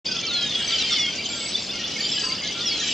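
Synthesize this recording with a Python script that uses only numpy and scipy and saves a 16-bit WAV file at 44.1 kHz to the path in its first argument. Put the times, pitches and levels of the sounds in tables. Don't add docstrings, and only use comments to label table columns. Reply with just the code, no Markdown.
import sys
import numpy as np
from scipy import signal
from scipy.fft import rfft, irfft
from scipy.io import wavfile
from scipy.ndimage import uniform_filter1d

SR = 44100
rng = np.random.default_rng(int(sys.argv[2]) if len(sys.argv) > 2 else 0)


def amplitude_ratio(level_db):
    exponent = np.asarray(level_db, float) / 20
    return 10 ** exponent


def waveform_to_disk(signal):
    frames = np.transpose(np.atleast_2d(signal))
    scaled = np.clip(frames, -1, 1) * 32767
    samples = np.round(scaled).astype(np.int16)
    wavfile.write(sys.argv[1], SR, samples)


N = 129213

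# time_s, pitch_hz, level_db
SLUR_PATHS = [
    [(.267, 6640, -24), (.276, 4623, -27.5), (.305, 3860, -30), (.34, 3445, -33.5), (.42, 3230, -27.5),
     (.45, 3170, -27)],
    [(.326, 4400, -33), (.36, 4130, -25.5), (.42, 3945, -34.5), (.486, 3680, -31), (.567, 3332, -28.5),
     (.70, 3196, -35.5)],
    [(.686, 4820, -26), (.70, 4670, -33.5), (.742, 3076, -26), (.80, 2980, -32)],
    [(.785, 4330, -28), (.825, 3730, -28.5), (.855, 3174, -31), (.905, 3130, -28)],
    [(.905, 3780, -23.5), (.945, 3240, -30), (.986, 2957, -29), (1.06, 2770, -38.5)],
    [(.915, 3600, -35.5), (1.01, 3474, -26), (1.07, 3210, -29), (1.145, 3110, -36.5)],
    [(2.125, 3550, -33), (2.17, 3092, -36), (2.23, 2970, -38), (2.34, 2740, -39.5)],
    [(2.607, 3650, -29), (2.67, 3337, -32.5), (2.76, 3283, -32.5)],
    [(2.644, 5555, -56.5), (2.665, 5680, -26.5), (2.715, 4464, -27), (2.79, 4046, -37), (2.93, 3830, -35)],
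    [(2.80, 3860, -32), (2.845, 3050, -36), (2.92, 2920, -33)],
]
# time_s, pitch_hz, level_db
THIN_WHISTLE_PATHS = [
    [(.574, 8290, -51), (.70, 7700, -49), (.83, 7040, -50)],
    [(.85, 7760, -57), (.89, 7050, -47), (.93, 7880, -48)],
    [(1.225, 6370, -57), (1.26, 7060, -46), (1.325, 7440, -37.5)],
    [(1.328, 6800, -39), (1.365, 7650, -41), (1.49, 7770, -37), (1.515, 8080, -45)],
    [(1.56, 7270, -60), (1.62, 7480, -47), (1.69, 7100, -56)],
    [(2.02, 7030, -41.5), (2.16, 7510, -41), (2.297, 7930, -47)],
    [(2.794, 6250, -40), (2.86, 7310, -41), (2.93, 7460, -39)],
]
# start_s, length_s, from_hz, to_hz, level_db
PIPED_NOTES = [(.088, .04, 1566, 1467, -41), (.137, 0.064, 1380, 1335, -44),
               (0.229, 0.035, 2356, 2296, -34), (0.3, 0.14, 1408, 1410, -42.5),
               (0.36, .12, 1702, 1690, -46), (0.236, .055, 1376, 1274, -47),
               (0.701, 0.068, 1370, 1323, -46.5), (0.801, 0.046, 1280, 1287, -48.5),
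               (0.711, 0.021, 2030, 2190, -35.5), (.905, 0.04, 1393, 1372, -46),
               (.963, .03, 2270, 2040, -32), (1.0, 0.095, 2150, 2180, -34), (1.071, 0.045, 1440, 1420, -48),
               (1.125, 0.049, 1510, 1580, -47.5), (1.188, 0.023, 2277, 2400, -33.5),
               (1.298, .11, 1430, 1353, -49), (1.354, 0.038, 1604, 1580, -46.5),
               (1.408, 0.065, 2233, 2167, -39), (1.474, .02, 2220, 2300, -44),
               (1.735, .05, 1345, 1444, -47.5), (1.794, 0.034, 1880, 1864, -41),
               (1.835, .10, 1920, 1910, -50), (1.96, 0.015, 2227, 2166, -31),
               (1.986, 0.027, 1767, 1890, -38.5), (2.167, 0.088, 1685, 1630, -44.5),
               (2.229, 0.12, 1290, 1318, -48), (2.234, .11, 1020, 1042, -47.5),
               (2.30, .02, 2140, 2180, -39), (2.421, 0.04, 2123, 2160, -37),
               (2.487, 0.024, 2096, 2130, -35.5), (2.437, 0.04, 1677, 1714, -43),
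               (2.548, 0.085, 1355, 1438, -43), (2.714, .018, 2260, 2250, -30),
               (2.812, .02, 1834, 1850, -37.5), (2.82, 0.033, 1654, 1684, -43.5)]
# start_s, length_s, from_hz, to_hz, level_db
SHORT_CHIRPS = [(0.063, 0.017, 4530, 4630, -26.5), (0.186, 0.0094, 3255, 3320, -30),
                (.11, 0.027, 3120, 3360, -35), (.25, 0.015, 3085, 3190, -29),
                (.082, 0.0073, 3500, 3330, -25.5), (.054, .17, 4990, 4900, -41.5),
                (.065, 0.13, 2480, 2567, -41.5), (.11, .017, 6440, 6470, -43),
                (0.676, 0.011, 6000, 6070, -28.5), (.722, 0.0088, 4720, 4640, -23),
                (0.76, 0.007, 4740, 4700, -25), (1.16, 0.052, 2750, 2776, -39),
                (1.256, 0.012, 3170, 3020, -29.5), (1.85, 0.073, 5696, 5750, -41),
                (2.03, 0.028, 3750, 3440, -29.5), (2.05, 0.057, 3200, 2980, -35),
                (2.455, .035, 3500, 3150, -35), (2.608, 0.012, 4740, 4760, -31)]
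# start_s, length_s, pitch_hz, level_db
TRILL_RUNS = [
    (0.056, 0.073, 4900, -27.5),
    (0.642, .03, 4670, -32.5),
    (1.122, 0.53, 4700, -34.5),
]
# start_s, peak_db, pitch_hz
NEAREST_TRILL_NOTES = [(1.9809, -21.5, 4840), (2.0055, -16.5, 4600), (2.0246, -19, 4620),
                       (2.0494, -21, 4700), (2.0646, -21, 4710), (2.117, -20, 5210), (2.139, -22, 4830),
                       (2.1625, -20.5, 4970), (2.1874, -22, 5000), (2.2125, -19, 4770),
                       (2.239, -17.5, 4690), (2.265, -17, 4670), (2.2932, -20, 4700), (2.3204, -16.5, 4720),
                       (2.3491, -25, 4960), (2.3614, -22, 4840), (2.3774, -31, 4970), (2.4039, -27, 4830),
                       (2.4296, -22, 4810), (2.4842, -21, 4720)]
# start_s, length_s, top_hz, level_db
ARCHED_CHIRPS = [
    (0.786, 0.038, 5820, -34),
    (.812, .014, 5750, -40),
    (0.92, 0.019, 5680, -25.5),
    (0.949, 0.013, 5670, -34),
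    (0.995, 0.025, 5680, -31.5),
    (1.028, 0.013, 5100, -33),
]
# start_s, pitch_hz, level_db
HARSH_CHUCKS = [
    (1.544, 3530, -26),
    (1.692, 3550, -29.5),
    (1.839, 3460, -28),
    (1.995, 7230, -42.5),
]
# middle_s, top_hz
QUICK_TICKS = [(0.162, 6000), (0.43, 7550), (0.759, 6400), (0.89, 5900), (0.911, 7730), (1.008, 5900),
               (1.525, 6030), (1.649, 6070), (1.031, 5870), (2.09, 6700), (2.255, 6720), (2.354, 6340),
               (2.478, 7100), (2.53, 6900), (2.73, 5900), (2.777, 5860)]
# pitch_hz, level_db
AIR_LOSS = [(11500, 0), (15000, -16)]
# pitch_hz, level_db (per Hz)
FLOCK_COLOUR = [(900, -20), (1830, -11.5), (2550, -3.5), (3150, 2), (3920, -4), (4760, -2.5), (6470, -10.5),
                (8700, -33), (12000, -87.5)]
# time_s, level_db
FLOCK_EFFORT = [
    (0.062, -30.5),
    (0.501, -27.5),
    (0.949, -24.5),
    (1.2, -30.5),
    (1.8, -29.5),
    (2.049, -27.5),
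    (2.551, -29),
    (2.92, -26),
]
# pitch_hz, level_db (per Hz)
TRAFFIC_COLOUR = [(30, -50), (48, -11.5), (80, -8.5), (213, 0.5), (635, -7.5), (1300, -18.5), (2600, -49.5)]
# pitch_hz, level_db (per Hz)
HISS_COLOUR = [(9000, -5.5), (16000, -24)]
# pitch_hz, level_db (side minus middle)
STEREO_WIDTH = [(60, -10.5), (210, -25), (720, -14.5), (2470, -13), (12000, -0.5)]

EDGE_S = 0.006
TICK_S = 0.0055


def near_birds():
    mix = np.zeros((2, N))
    slurs(mix)
    pipes_and_chirps(mix)
    trills(mix)
    nearest_trill(mix)
    arches(mix)
    chucks(mix)
    for middle_s, top_hz in QUICK_TICKS:
        add(mix, middle_s - TICK_S, tick(top_hz, -31.5))
    return colour(mix, AIR_LOSS)


def slurs(mix):
    for path in SLUR_PATHS + THIN_WHISTLE_PATHS:
        time_s, hz, db = np.transpose(path)
        t = np.arange(time_s[0], time_s[-1] + EDGE_S, 1 / SR)
        pitch = uniform_filter1d(np.interp(t, time_s, hz), size=300, mode="nearest")
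        has_overtones = hz[0] < 6650 and hz[-1] < 5000
        add(mix, time_s[0] - EDGE_S / 2, whistle(pitch, np.interp(t, time_s, db), has_overtones))


def pipes_and_chirps(mix):
    for start_s, length_s, from_hz, to_hz, db in PIPED_NOTES + SHORT_CHIRPS:
        add(mix, start_s - EDGE_S / 2, note(length_s, from_hz, to_hz, db))


def trills(mix):
    beats_per_s, open_share = 36.4, 0.62
    for start_s, length_s, hz, db in TRILL_RUNS:
        which, beat = np.divmod(np.arange(0, length_s, 1 / SR) * beats_per_s, 1)
        shift, slant, size = rng.standard_normal((20, 3))[which.astype(int)].T
        gate = np.sin(np.pi * np.clip(beat / open_share, 0, 1))
        pitch = hz * (1 + 0.012 * shift + 0.07 * slant * (beat / open_share - 0.5))
        add(mix, start_s, gate * whistle(pitch, db + 0.5 + 2 * size))


def nearest_trill(mix):
    slants = 0.038 * rng.uniform(-1.1, 1, len(NEAREST_TRILL_NOTES))
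    for (start_s, peak_db, hz), slant in zip(NEAREST_TRILL_NOTES, slants):
        sound = note(0.011, hz * (1 - slant), hz * (1 + slant), peak_db - 8)
        add(mix, start_s - EDGE_S / 2, sound)


def arches(mix):
    top_at, drop = 0.3, 0.11
    for start_s, length_s, top_hz, db in ARCHED_CHIRPS:
        u = np.linspace(0, 1, int((length_s + EDGE_S) * SR))
        pitch = top_hz * (1 - drop * ((u - top_at) / (1 - top_at)) ** 2)
        add(mix, start_s - EDGE_S / 2, whistle(pitch, db))


def chucks(mix):
    for start_s, hz, db in HARSH_CHUCKS:
        rise = np.linspace(0.96, 1.02, int((0.018 + EDGE_S) * SR))
        add(mix, start_s - EDGE_S / 2, whistle(hz * rise, db, rich=1))
        bright_noise = np.diff(rng.standard_normal(1402), 2)
        add(mix, start_s - EDGE_S, amplitude_ratio(-58) * np.hanning(1400) * bright_noise)


def tick(hz, db):
    n = int(2 * TICK_S * SR)
    pitch = np.geomspace(hz, 0.7 * hz, n)
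    return np.hanning(n) * amplitude_ratio(db + 3.0) * np.sin(2 * np.pi * np.cumsum(pitch) / SR)


def note(length_s, from_hz, to_hz, db):
    return whistle(np.linspace(from_hz, to_hz, int((length_s + EDGE_S) * SR)), db)


def whistle(hz, db, rich=0):
    n, t = len(hz), np.arange(len(hz)) / SR
    knots = rng.standard_normal((2, 80))
    waver, flutter = (np.interp(t, np.arange(80) * 0.0081, k) for k in knots)
    phase = 2 * np.pi * np.cumsum(hz * (1 + 0.001 * waver)) / SR
    ends = np.sin(np.pi / 2 * np.clip(np.minimum(t, t[-1] - t) / EDGE_S, 0, 1)) ** 2
    overtones = amplitude_ratio(-36) * np.sin(2 * phase) + amplitude_ratio(-45) * np.sin(3 * phase)
    tone = np.sin(phase) + rich * overtones
    return np.sqrt(2) * ends * amplitude_ratio(db + 2.5 * flutter) * tone


def flock(count=2100):
    mix = np.zeros((2, N))
    for when, pitch, size, span, bend, kind in rng.random((count, 6)):
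        start_s = when * N / SR
        hz = 1100 * 7.5 ** pitch
        length_s = 0.003 + 0.033 * span ** 4
        db = -4 * np.log(size + 0.055)
        fall = 1 + (0.05 - 0.2 * bend ** 2) * min(hz / 3000, 1) ** 3
        if kind < 0.33 and hz > 2600:
            direction = 1 if bend < 0.6 else -1
            sound = tick(hz, db)[::direction]
        elif kind > 0.94:
            sound = amplitude_ratio(db + 8.5) * np.hanning(300) * rng.standard_normal(300)
        else:
            length_s *= min(1700 / hz, 1) ** 1.14
            sound = note(length_s, hz / fall ** 0.5, hz * fall ** 0.5, db)
        add(mix, start_s, sound)
    mix = mix + amplitude_ratio(-1) * trees(mix[0])
    power = uniform_filter1d(abs(rfft(mix[0])) ** 2, size=2500)
    flat = irfft(rfft(mix) / np.sqrt(power + 1e3), N)
    chatter = evened(colour(flat, FLOCK_COLOUR))
    both = amplitude_ratio(-4.5) * chatter + amplitude_ratio(-6) * blur()
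    return both * amplitude_ratio(np.interp(np.arange(N) / SR, *np.transpose(FLOCK_EFFORT)))


def blur():
    hz, t, z = signal.stft(rng.standard_normal((2, N)), SR, nperseg=512)
    a, b = rng.standard_normal((2,) + z.shape[1:])
    bands = evened(uniform_filter1d(uniform_filter1d(a, size=2, axis=0), size=30, axis=1))
    bursts = evened(uniform_filter1d(uniform_filter1d(b, size=30, axis=0), size=3, axis=1))
    treble = np.minimum(hz / 6000, 1)[:, None]
    z = z * amplitude_ratio(4 * bands + 4.5 * bursts * treble)
    noise = signal.istft(z, SR, nperseg=512)[1][:, :N]
    return evened(colour(noise, FLOCK_COLOUR))


def trees(x):
    decay_s = 0.3
    taps = np.zeros((2, 30000))
    at = np.arange(300, 29980, 20) + rng.integers(0, 20, (2, 1484))
    np.put_along_axis(taps, at, rng.choice([-1., 1.], at.shape), 1)
    taps *= amplitude_ratio(-60 * np.arange(30000) / SR / decay_s)
    return signal.fftconvolve(x[None], taps / np.linalg.norm(taps[0]), axes=1)[:, :N]


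def traffic_and_hiss():
    hum = evened(colour(rng.standard_normal((2, N)), TRAFFIC_COLOUR))
    hiss = evened(colour(rng.standard_normal((2, N)), HISS_COLOUR))
    return amplitude_ratio(-40) * hum + amplitude_ratio(-62) * hiss


def read(points, hz):
    f, value = np.transpose(points)
    return np.interp(np.log(hz + 1), np.log(f + 1), value)


def evened(x):
    return x / np.sqrt(np.mean(x ** 2) + 1e-20)


def colour(x, points):
    return irfft(rfft(x) * amplitude_ratio(read(points, np.fft.rfftfreq(N, 1 / SR))), N)


def add(mix, start_s, sound):
    part = mix[:, max(round(start_s * SR), 0):][:, :len(sound)]
    part += np.array([[1], [rng.uniform(-0.86, 1.61)]]) * sound[:part.shape[1]]


def scene():
    near = near_birds()
    near = near * [[1], [0.72]] + amplitude_ratio(-9.5) * trees(near[0])
    mid, side = near + flock() + traffic_and_hiss()
    side_turn = np.exp(1.7j)
    side = irfft(rfft(colour(side, STEREO_WIDTH)) * side_turn, N)
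    return np.array([1.08 * mid + side, mid / 0.96 - side])


def roll_off(x):
    return signal.sosfilt(signal.butter(12, 15740, fs=SR, output="sos"), x)


def record(dry):
    start_s, fade_s = 0.045, 0.011
    t = np.arange(N) / SR
    mix = dry * np.clip((t - start_s) / fade_s, 0, 1)
    return roll_off(mix)


dry = scene()
out = record(dry)
waveform_to_disk(out)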